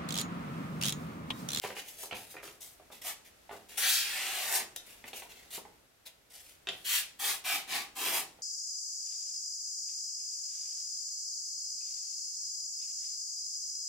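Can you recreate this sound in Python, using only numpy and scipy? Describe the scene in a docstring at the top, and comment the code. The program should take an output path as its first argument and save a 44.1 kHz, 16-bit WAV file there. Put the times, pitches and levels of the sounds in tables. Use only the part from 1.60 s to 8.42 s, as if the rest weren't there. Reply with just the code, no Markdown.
"""At a wooden bench in a small workshop, a sharp knife slices a hand-held sheet of paper.
There is one long cut, a few quick strokes and later a sawing run of short cuts. Each is a dense
stream of snapping fibres that shake the sheet. Between cuts the paper slides in the fingers and
buckles with soft pops, and the blade ticks on its edge. The bench top and the room echo these
sounds over a quiet hush and a faint electrical whine."""
import sys
import numpy as np
from scipy import signal
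from scipy.fft import rfft, irfft, next_fast_len
from scipy.io import wavfile
from scipy.ndimage import map_coordinates

SR = 44100
rng = np.random.default_rng(int(sys.argv[2]) if len(sys.argv) > 2 else 0)


def int16_out(signal):
    """Quantize to a 16-bit WAV file."""
    q = np.round(np.clip(np.atleast_2d(signal).T, -1, 1) * 32767)
    wavfile.write(sys.argv[1], SR, q.astype(np.int16))


N = 300762

# tone colour of the room's hush: (frequency [Hz], relative level [dB])
HUSH_COLOUR = [(26, -17), (45, -5.5), (173, -11), (268, -10.5), (303, -10.5), (600, -10), (1190, -16),
               (1310, -13.5), (13100, -23.5), (15500, -28.5)]
# the hush wavers: (time [s], level [dB])
HUSH_LEVELS = [(1, -62.5), (4, -60), (4.3, -66), (4.7, -65.5), (5.2, -62.5)]
# how alike the hush is in both ears: (frequency [Hz], likeness [1 = same])
HUSH_LIKENESS = [(40, 1), (150, 0.6), (500, 0), (2000, 0), (10000, 0.025)]
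# electrical whine: (frequency [Hz], level [dB])
WHINE_TONES = [(12950, -86)]
# paper sliding: (start [s], rise [s], fall [s], level [dB], fizz adjustment [dB], resonance [Hz])
PAPER_SLIDES = [(.014, 0.021, 0.11, -42.5, -10, 2340), (.15, 0.041, 0.058, -46, -5, 2390),
                (.245, 0.047, 0.12, -53, 6, 2350), (.365, 0.068, 0.084, -50, 8, 2560),
                (.54, 0.018, 0.21, -52.5, 4, 2690), (.69, 0.028, 0.07, -56.5, 9, 2900),
                (.824, 0.012, 0.13, -53, 6, 3120), (1.003, .012, .15, -55, 11.5, 3340),
                (1.314, 0.015, 0.084, -52.5, -1, 2680), (1.413, .008, 0.041, -48.5, 1, 2500),
                (1.645, 0.015, 0.055, -58, -1, 2330), (1.91, 0.02, .12, -57.5, -1, 2300),
                (2.084, 0.024, 0.24, -53, -2, 2250), (3.25, 0.029, 0.2, -56, -2, 2280),
                (3.452, 0.029, 0.047, -51, -5, 2500), (3.532, 0.028, 0.11, -48, 3.5, 2440),
                (3.69, .02, 0.064, -53, -6, 2290), (3.74, 0.026, 0.26, -60, -22, 1980),
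                (3.903, 0.063, 0.04, -46, 7, 3560), (4.453, 0.011, 0.044, -50.5, -4, 3230),
                (4.698, 0.075, 0.11, -57, 7, 3200), (4.84, 0.065, .09, -59.5, 3.5, 3150),
                (5.109, .02, 0.45, -60, 2, 3000)]
# tone colour of rubbing: (frequency [Hz], relative level [dB])
RUB_COLOUR = [(40, -35), (150, -27), (400, -6), (750, -1.5), (1200, -10), (2100, -0.5), (3500, 0.5),
              (5500, -2.5), (9000, -6.5), (16000, -9.5)]
# tone colour of the bright fizz: (frequency [Hz], relative level [dB])
FIZZ_COLOUR = [(300, -65.5), (2000, -17), (4500, -1.5), (7000, -1), (9800, 0), (11500, -2), (14000, -1),
               (16000, -10)]
# the sheet buckles: (time [s], level [dB], flap adjustment [dB], snap pitch [Hz], relative crumple [dB])
PAPER_POPS = [(0.0376, -26.5, -6.5, 2620, -9.5), (0.0465, -30.5, -1, 2100, -8.5),
              (0.1032, -32.5, -7, 2160, -15), (0.167, -29.5, -18, 2620, -14), (0.434, -44.5, 1, 4800, -16),
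              (0.5108, -28, -15, 2840, -13), (0.5242, -30, -6, 2420, -11), (0.7424, -40.5, -6, 1770, -9.5),
              (0.7671, -34.5, -12.5, 2170, -7.5), (0.831, -35, -10.5, 1700, -15),
              (0.8772, -40, -8.5, 2920, -13), (1.197, -59, 10, 1990, -12), (1.3017, -62, 14, 2230, -9),
              (1.8928, -41, -1.5, 2370, -7.5), (1.9106, -37, -4.5, 1760, -8),
              (3.0027, -39, -4.5, 1900, -26), (3.441, -34.5, -10, 2600, -23), (3.5316, -30, -13, 3270, -20),
              (3.6207, -37.5, -7.5, 2620, -14.5), (3.9784, -44, 4, 2210, -28), (4.051, -47.5, 2, 1960, -23),
              (5.0709, -23, -19.5, 2880, -20), (5.0879, -18.5, -22, 3370, -23),
              (6.461, -28, -13, 3000, -21), (6.787, -60.5, 8.5, 2200, -24)]
# tone colour of a pop's snap: (frequency [multiple of its pitch], relative level [dB])
SNAP_COLOUR = [(.03, -25), (.2, -15.5), (.55, -3.5), (1, 2), (1.35, -5), (2, -17), (6, -37)]
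# tone colour of a pop's low flap: (frequency [Hz], relative level [dB])
FLAP_COLOUR = [(30, -27), (140, -14), (290, -8.5), (390, 0), (540, -4), (780, 0), (1100, -7.5), (1800, -23),
               (5000, -55)]
# tone colour of tearing: (frequency [Hz], relative level [dB])
TEAR_COLOUR = [(60, -67), (300, -36), (1000, -18), (1450, -9.5), (1700, -3.5), (2500, -0.5), (3900, 0),
               (4700, -1), (6500, -6), (10000, -10.5), (16000, -28)]
# tone colour of the fluttering cut strip: (frequency [Hz], relative level [dB])
FLUTTER_COLOUR = [(50, -35.5), (135, -8), (280, 3.5), (450, 6), (1000, -47)]
# resonances, where the held sheet likes to ring: (frequency [Hz], width [Hz], relative level [dB])
SHEET_RESONANCES = [(412, 88, -11), (621, 124, -10.5), (779, 79, 0.5), (1140, 223, -7)]
# quick strokes, including rips out of the sheet: (start [s], rise [s], fall [s], level [dB],
# relative first bite [dB], relative drumming [dB], relative fizz [dB], resonance [Hz])
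QUICK_CUTS = [(1.432, .056, 0.052, -43.5, -8, -7, 5, 2500), (2.92, 0.044, 0.024, -41, -17, -7, 11, 2400),
              (5.24, 0.12, 0.081, -33, -13, -21.5, 2.5, 3140),
              (5.587, 0.11, 0.087, -37.5, -8.5, -9.5, 4, 3140),
              (5.837, 0.088, 0.098, -34.5, -8, -10.5, -2, 2580),
              (6.064, 0.088, 0.11, -36.5, -17, -8, -4.5, 2200),
              (6.348, 0.13, .15, -37.5, -14.5, -6, 3, 2700),
              (6.52, 0.048, 0.069, -39, -10, -4.5, 6.5, 2640)]
# the long cut: (time [s], level [dB], relative drumming [dB], relative fizz [dB])
LONG_CUT_LEVELS = [(2.17, -47, -17, 4), (2.18, -39.5, -11, 7), (2.226, -36.5, -14, 2.5),
                   (2.24, -30, -20, -6), (2.28, -33, -15.5, 2), (2.304, -31.5, -22.5, 2.5),
                   (2.394, -33, -25.5, -2), (2.468, -39, -18, -4.5), (2.88, -39.5, -7.5, 0),
                   (2.956, -40, -2.5, 8.5), (3.026, -44, -10.5, 0.5), (3.07, -56, -7, -3)]
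# the paper tightens in the long cut, ringing higher, then slackens: (time [s], resonance [Hz])
LONG_CUT_RESONANCE = [(2.27, 2250), (2.33, 5300), (2.39, 4800), (2.46, 2120), (2.8, 2400), (2.9, 1900)]
# the blade ticks on the paper: (time [s], level before the trims in blade_ticks [dB])
BLADE_TICKS = [(2.1798, -24.5), (3.158, -50), (3.1619, -26)]
# the blade's ringing tones: (frequency [Hz], relative level [dB], time to fade by 60 dB [s])
STEEL_TONES = [(1908, -2, .04), (3127, -6, .04), (3716, 4, .11), (3802, -5, .07), (12300, -6, .12)]
# the room's echo: (frequency [Hz], time to fade by 60 dB [s])
ROOM_FADE = [(150, 0.97), (700, 0.41), (2500, 0.35), (7000, 0.33), (15000, 0.18)]
# how alike the echoes are in both ears: (frequency [Hz], likeness [1 = same])
ECHO_LIKENESS = [(150, 0.86), (600, 0.81), (1400, 0.43), (4000, -0.033), (15000, -0.073)]
# the two microphones differ in tone: (frequency [Hz], left minus right [dB])
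MIC_BALANCE = [(200, 0.5), (700, -2.5), (1300, 0.6), (2400, -0.6), (8000, 1.5), (14000, 2.5)]


def amp(db):
    """Turn decibels into a number to multiply by."""
    return 10 ** (np.asarray(db) / 20)


def unit(x):
    """Scale x to an average power of 1."""
    return x / np.sqrt(np.mean(x ** 2) + 1e-20)


def along(points, hz):
    """Read between the rows of a (frequency, value) table, on a pitch scale."""
    freqs, values = np.transpose(points)
    return np.interp(np.log(hz + 1), np.log(freqs + 1), values)


def wobble(rate, size):
    """A smooth random curve through rate points a second."""
    return map_coordinates(rng.standard_normal(400), [np.arange(size) * rate / SR], mode="wrap")


def filtered(x, response):
    """Multiply each frequency in x by response(frequency)."""
    size = x.shape[-1]
    padded = next_fast_len(size + 8192)
    return irfft(rfft(x, padded) * response(np.fft.rfftfreq(padded, 1 / SR)), padded)[..., :size]


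def coloured(x, colour, size=2048):
    """Give x a tone colour, at an average power of 1."""
    cepstrum = irfft(np.log(amp(along(colour, np.fft.rfftfreq(size, 1 / SR)))))
    # this fold makes the filter ring only after a click, never before it
    cepstrum[1:size // 2] *= 2
    cepstrum[size // 2 + 1:] = 0
    ring = irfft(np.exp(rfft(cepstrum)))
    return unit(signal.fftconvolve(x, ring)[:len(x)])


def add(track, start_s, x):
    """Mix x into track from start_s on."""
    start = max(round(start_s * SR), 0)
    part = track[..., start:start + x.shape[-1]]
    part += x[..., :part.shape[-1]]


def stereo(x, likeness):
    """Blend two unrelated signals into a left and a right that are partly alike."""
    turn = lambda hz: np.arccos(np.clip(along(likeness, hz), -1, 1)) / 2
    mid, side = filtered(x, lambda hz: np.array([np.cos(turn(hz)), np.sin(turn(hz))]))
    return np.array([mid + side, mid - side])


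def panned(db):
    """Left and right gains that make the left louder by db."""
    return amp(np.array([[.5], [-.5]]) * db)


def room_air():
    """A quiet hush, alike in both ears only in the bass, and a thin electrical whine."""
    t = np.arange(N) / SR
    noise = stereo(rng.standard_normal((2, N)), HUSH_LIKENESS)
    hush = filtered(noise, lambda hz: amp(along(HUSH_COLOUR, hz)))
    whine = sum(amp(db) * np.sqrt(2) * np.sin(2 * np.pi * hz * t + 1.5 * wobble(55, N))
                for hz, db in WHINE_TONES)
    return amp(np.interp(t, *np.transpose(HUSH_LEVELS))) * unit(hush) + whine


def stroke(rise_s, fall_s, bite_s, entry_db, fall_power):
    """One sweep of the hand swells, then drops 20 dB in fall_s. Gives (time from peak, gain)."""
    t = np.arange(0, rise_s + 2 * fall_s, 1 / SR)
    swell_db = entry_db * np.clip(1 - t / rise_s, 0, 1) ** 2
    release_db = -20 * np.clip((t - rise_s) / fall_s, 0, None) ** fall_power
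    return t - rise_s, np.clip(t / bite_s, 0, 1) * amp(swell_db + release_db)


def fibres(size, per_s, spread_db, clump_db):
    """Paper fibres snap: random clicks of uneven strength that come in clumps."""
    snaps = (rng.random(size) < per_s / SR) * rng.standard_normal(size)
    strength_db = spread_db * rng.standard_normal(size) + clump_db * wobble(172.9, size)
    return unit(snaps * amp(strength_db))


def paper_resonance(x, centre_hz, width_octaves, lift_db=3.5):
    """The paper boosts one broad band of sound, higher in pitch the tighter it is held."""
    hz, t, spectra = signal.stft(x, SR, nperseg=256)
    centre = np.interp(t, np.arange(len(x)) / SR, centre_hz * np.ones(len(x)))
    octaves = np.log2((hz[:, None] + 1) / centre)
    boost = amp(lift_db * np.exp(-(octaves / width_octaves) ** 2))
    return signal.istft(spectra * boost, SR, nperseg=256)[1][:len(x)]


def paper_slides():
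    """Paper rubs over skin and steel with a fine, soft grain."""
    out = np.zeros(N)
    for start_s, rise_s, fall_s, db, fizz_db, hz in PAPER_SLIDES:
        _, swell = stroke(rise_s, fall_s, bite_s=0.0028, entry_db=-9.5, fall_power=1.48)
        grain = fibres(len(swell), per_s=14000, spread_db=0.5, clump_db=2.0)
        rub = coloured(grain, RUB_COLOUR) + amp(fizz_db - 7.0) * coloured(grain, FIZZ_COLOUR)
        add(out, start_s, amp(db) * swell * paper_resonance(rub, hz, width_octaves=0.59))
    return out


def burst(colour, fade_s, crumple_db=-60, size=12000):
    """A short crack fades by 60 dB in fade_s; the crease goes on crumpling softly."""
    t = np.arange(size) / SR
    crack = rng.standard_normal(size) * amp(-60 * t / fade_s)
    crumple = fibres(size, per_s=2500, spread_db=2.0, clump_db=6.5) * amp(crumple_db - 60 * t / 0.21)
    strength = np.sqrt(np.mean(crack ** 2 + crumple ** 2)) / 1.88
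    return strength * coloured(crack + crumple, colour)


def paper_pops():
    """A bend in the sheet flips through: a snap and a slower flap."""
    out = np.zeros((2, N))
    for start_s, db, flap_db, hz, crumple_db in PAPER_POPS:
        snap_colour = [(multiple * hz, level) for multiple, level in SNAP_COLOUR]
        snap = burst(snap_colour, fade_s=.022, crumple_db=crumple_db)
        flap = amp(flap_db + 5.5) * burst(FLAP_COLOUR, fade_s=.04, crumple_db=crumple_db)
        place = panned(rng.normal(-2, 1.5))  # scattered a little to the right
        add(out, start_s, place * amp(db) * (snap + flap))
    return out


def sheet_drum(hz):
    """How the held sheet answers each frequency, like a small drum."""
    return sum((-1) ** k * amp(db) * 1j * hz * width / (centre ** 2 - hz ** 2 + 1j * hz * width)
               for k, (centre, width, db) in enumerate(SHEET_RESONANCES))


def tearing(t, drum_db, fizz_db, centre_hz):
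    """The edge parts fibres; the same snaps rasp, fizz, drum the sheet and shake the cut strip."""
    thick = amp(-11.5) * fibres(len(t), per_s=260, spread_db=3.5, clump_db=3.5)
    fine = fibres(len(t), per_s=14000, spread_db=0.0, clump_db=0.4)
    snaps = unit(fine + thick)
    freed_s, held_db, loose_db = 5.94, -25.5, -12.5  # the strip flutters more once it hangs loose
    flutter = amp(np.where(t < freed_s, held_db, loose_db)) * coloured(snaps, FLUTTER_COLOUR)
    drum = amp(drum_db) * (unit(filtered(snaps, sheet_drum)) + flutter)
    fizz = amp(fizz_db) * coloured(snaps, FIZZ_COLOUR)
    return paper_resonance(coloured(snaps, TEAR_COLOUR) + drum + fizz, centre_hz, width_octaves=0.52)


def quick_cuts():
    """In each quick stroke the edge bites at once, speeds up and runs out."""
    out = np.zeros(N)
    sag_octaves_per_s = 0.71  # the paper slackens, so its resonance sinks
    for start_s, rise_s, fall_s, db, bite_db, drum_db, fizz_db, hz in QUICK_CUTS:
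        from_peak, swell = stroke(rise_s, fall_s, bite_s=0.014, entry_db=bite_db, fall_power=1.76)
        centre_hz = hz * 2 ** (-sag_octaves_per_s * from_peak)
        tear = tearing(start_s + rise_s + from_peak, drum_db, fizz_db, centre_hz)
        add(out, start_s, amp(db) * swell * tear)
    return out


def long_cut():
    """The blade is drawn through the whole sheet in one go."""
    out = np.zeros(N)
    times, *levels = np.transpose(LONG_CUT_LEVELS)
    t = np.arange(times[0], times[-1], 1 / SR)
    db, drum_db, fizz_db = (np.interp(t, times, column) for column in levels)
    centre_hz = np.interp(t, *np.transpose(LONG_CUT_RESONANCE))
    bite_s, release_s = 0.004, 0.06
    contact = np.clip(np.minimum((t - times[0]) / bite_s, (times[-1] - t) / release_s), 0, 1)
    add(out, times[0], contact * amp(db) * tearing(t, drum_db, fizz_db, centre_hz))
    return out


def blade_ticks():
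    """The blade catches or flicks off the paper's edge; the steel rings briefly, damped by the hand."""
    out, t = np.zeros(N), np.arange(SR // 3) / SR
    ring_trim_db, click_trim_db = -22, -2.5
    for start_s, db in BLADE_TICKS:
        ring = sum(amp(level - 60 * t / fade_s) * np.sin(2 * np.pi * (hz * t + rng.random()))
                   for hz, level, fade_s in STEEL_TONES)
        click = burst(FIZZ_COLOUR, fade_s=0.02) + burst(RUB_COLOUR, fade_s=0.023)
        add(out, start_s, amp(db + ring_trim_db) * ring)
        add(out, start_s, amp(db + click_trim_db) * click)
    return panned(2.5) * out


def echoes(near_db, tail_db, near_fade_s):
    """Two echo patterns: quick bounces off bench and hands, then the room, whose treble dies first."""
    hz, t, spectra = signal.stft(rng.standard_normal((2, SR // 3)), SR, nperseg=256)
    fade = amp(-60 * t / along(ROOM_FADE, hz)[:, None])
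    build_up = np.clip(t / 0.0063, 0, 1)
    tail = signal.istft(spectra * fade * build_up, SR, nperseg=256)[1]
    size = tail.shape[1]
    near = rng.standard_normal(tail.shape) * amp(-60 * np.arange(size) / SR / near_fade_s)
    return (amp(near_db) * unit(near) + amp(tail_db) * unit(tail)) / np.sqrt(size)


def workshop(x, near_db, tail_db, near_fade_s, size=12000):
    """The direct sound plus echoes whose pattern keeps changing as hands and sheet move."""
    direct, echoed = x * np.ones((2, 1)), np.zeros((2, N))
    crossfade = np.sin(np.pi * np.arange(size) / size)
    for start in range(0, N, size // 2):
        part = direct[:, start:start + size].mean(axis=0, keepdims=True)
        pattern = echoes(near_db, tail_db, near_fade_s)
        add(echoed, start / SR, signal.fftconvolve(part * crossfade[:part.shape[1]], pattern, axes=1))
    total_power = 1 + (amp(near_db) ** 2 + amp(tail_db) ** 2) / 2
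    return (direct + stereo(echoed, ECHO_LIKENESS)) / np.sqrt(total_power)


def scene():
    """Slicing and handling echo off the bench and the room, over the quiet air."""
    slicing = long_cut() + quick_cuts() + paper_slides()
    slicing = workshop(slicing, near_db=2.0, tail_db=-3.5, near_fade_s=0.045)
    snapping = workshop(paper_pops() + blade_ticks(), near_db=-1.5, tail_db=-2.5, near_fade_s=0.11)
    return slicing + snapping + room_air()


def record(dry):
    """Two microphones each colour the sound a little, and the highest treble is cut off."""
    top_hz = 15850
    return filtered(dry, lambda hz: panned(along(MIC_BALANCE, hz)) * (hz < top_hz))


dry = scene()
out = record(dry)
int16_out(out)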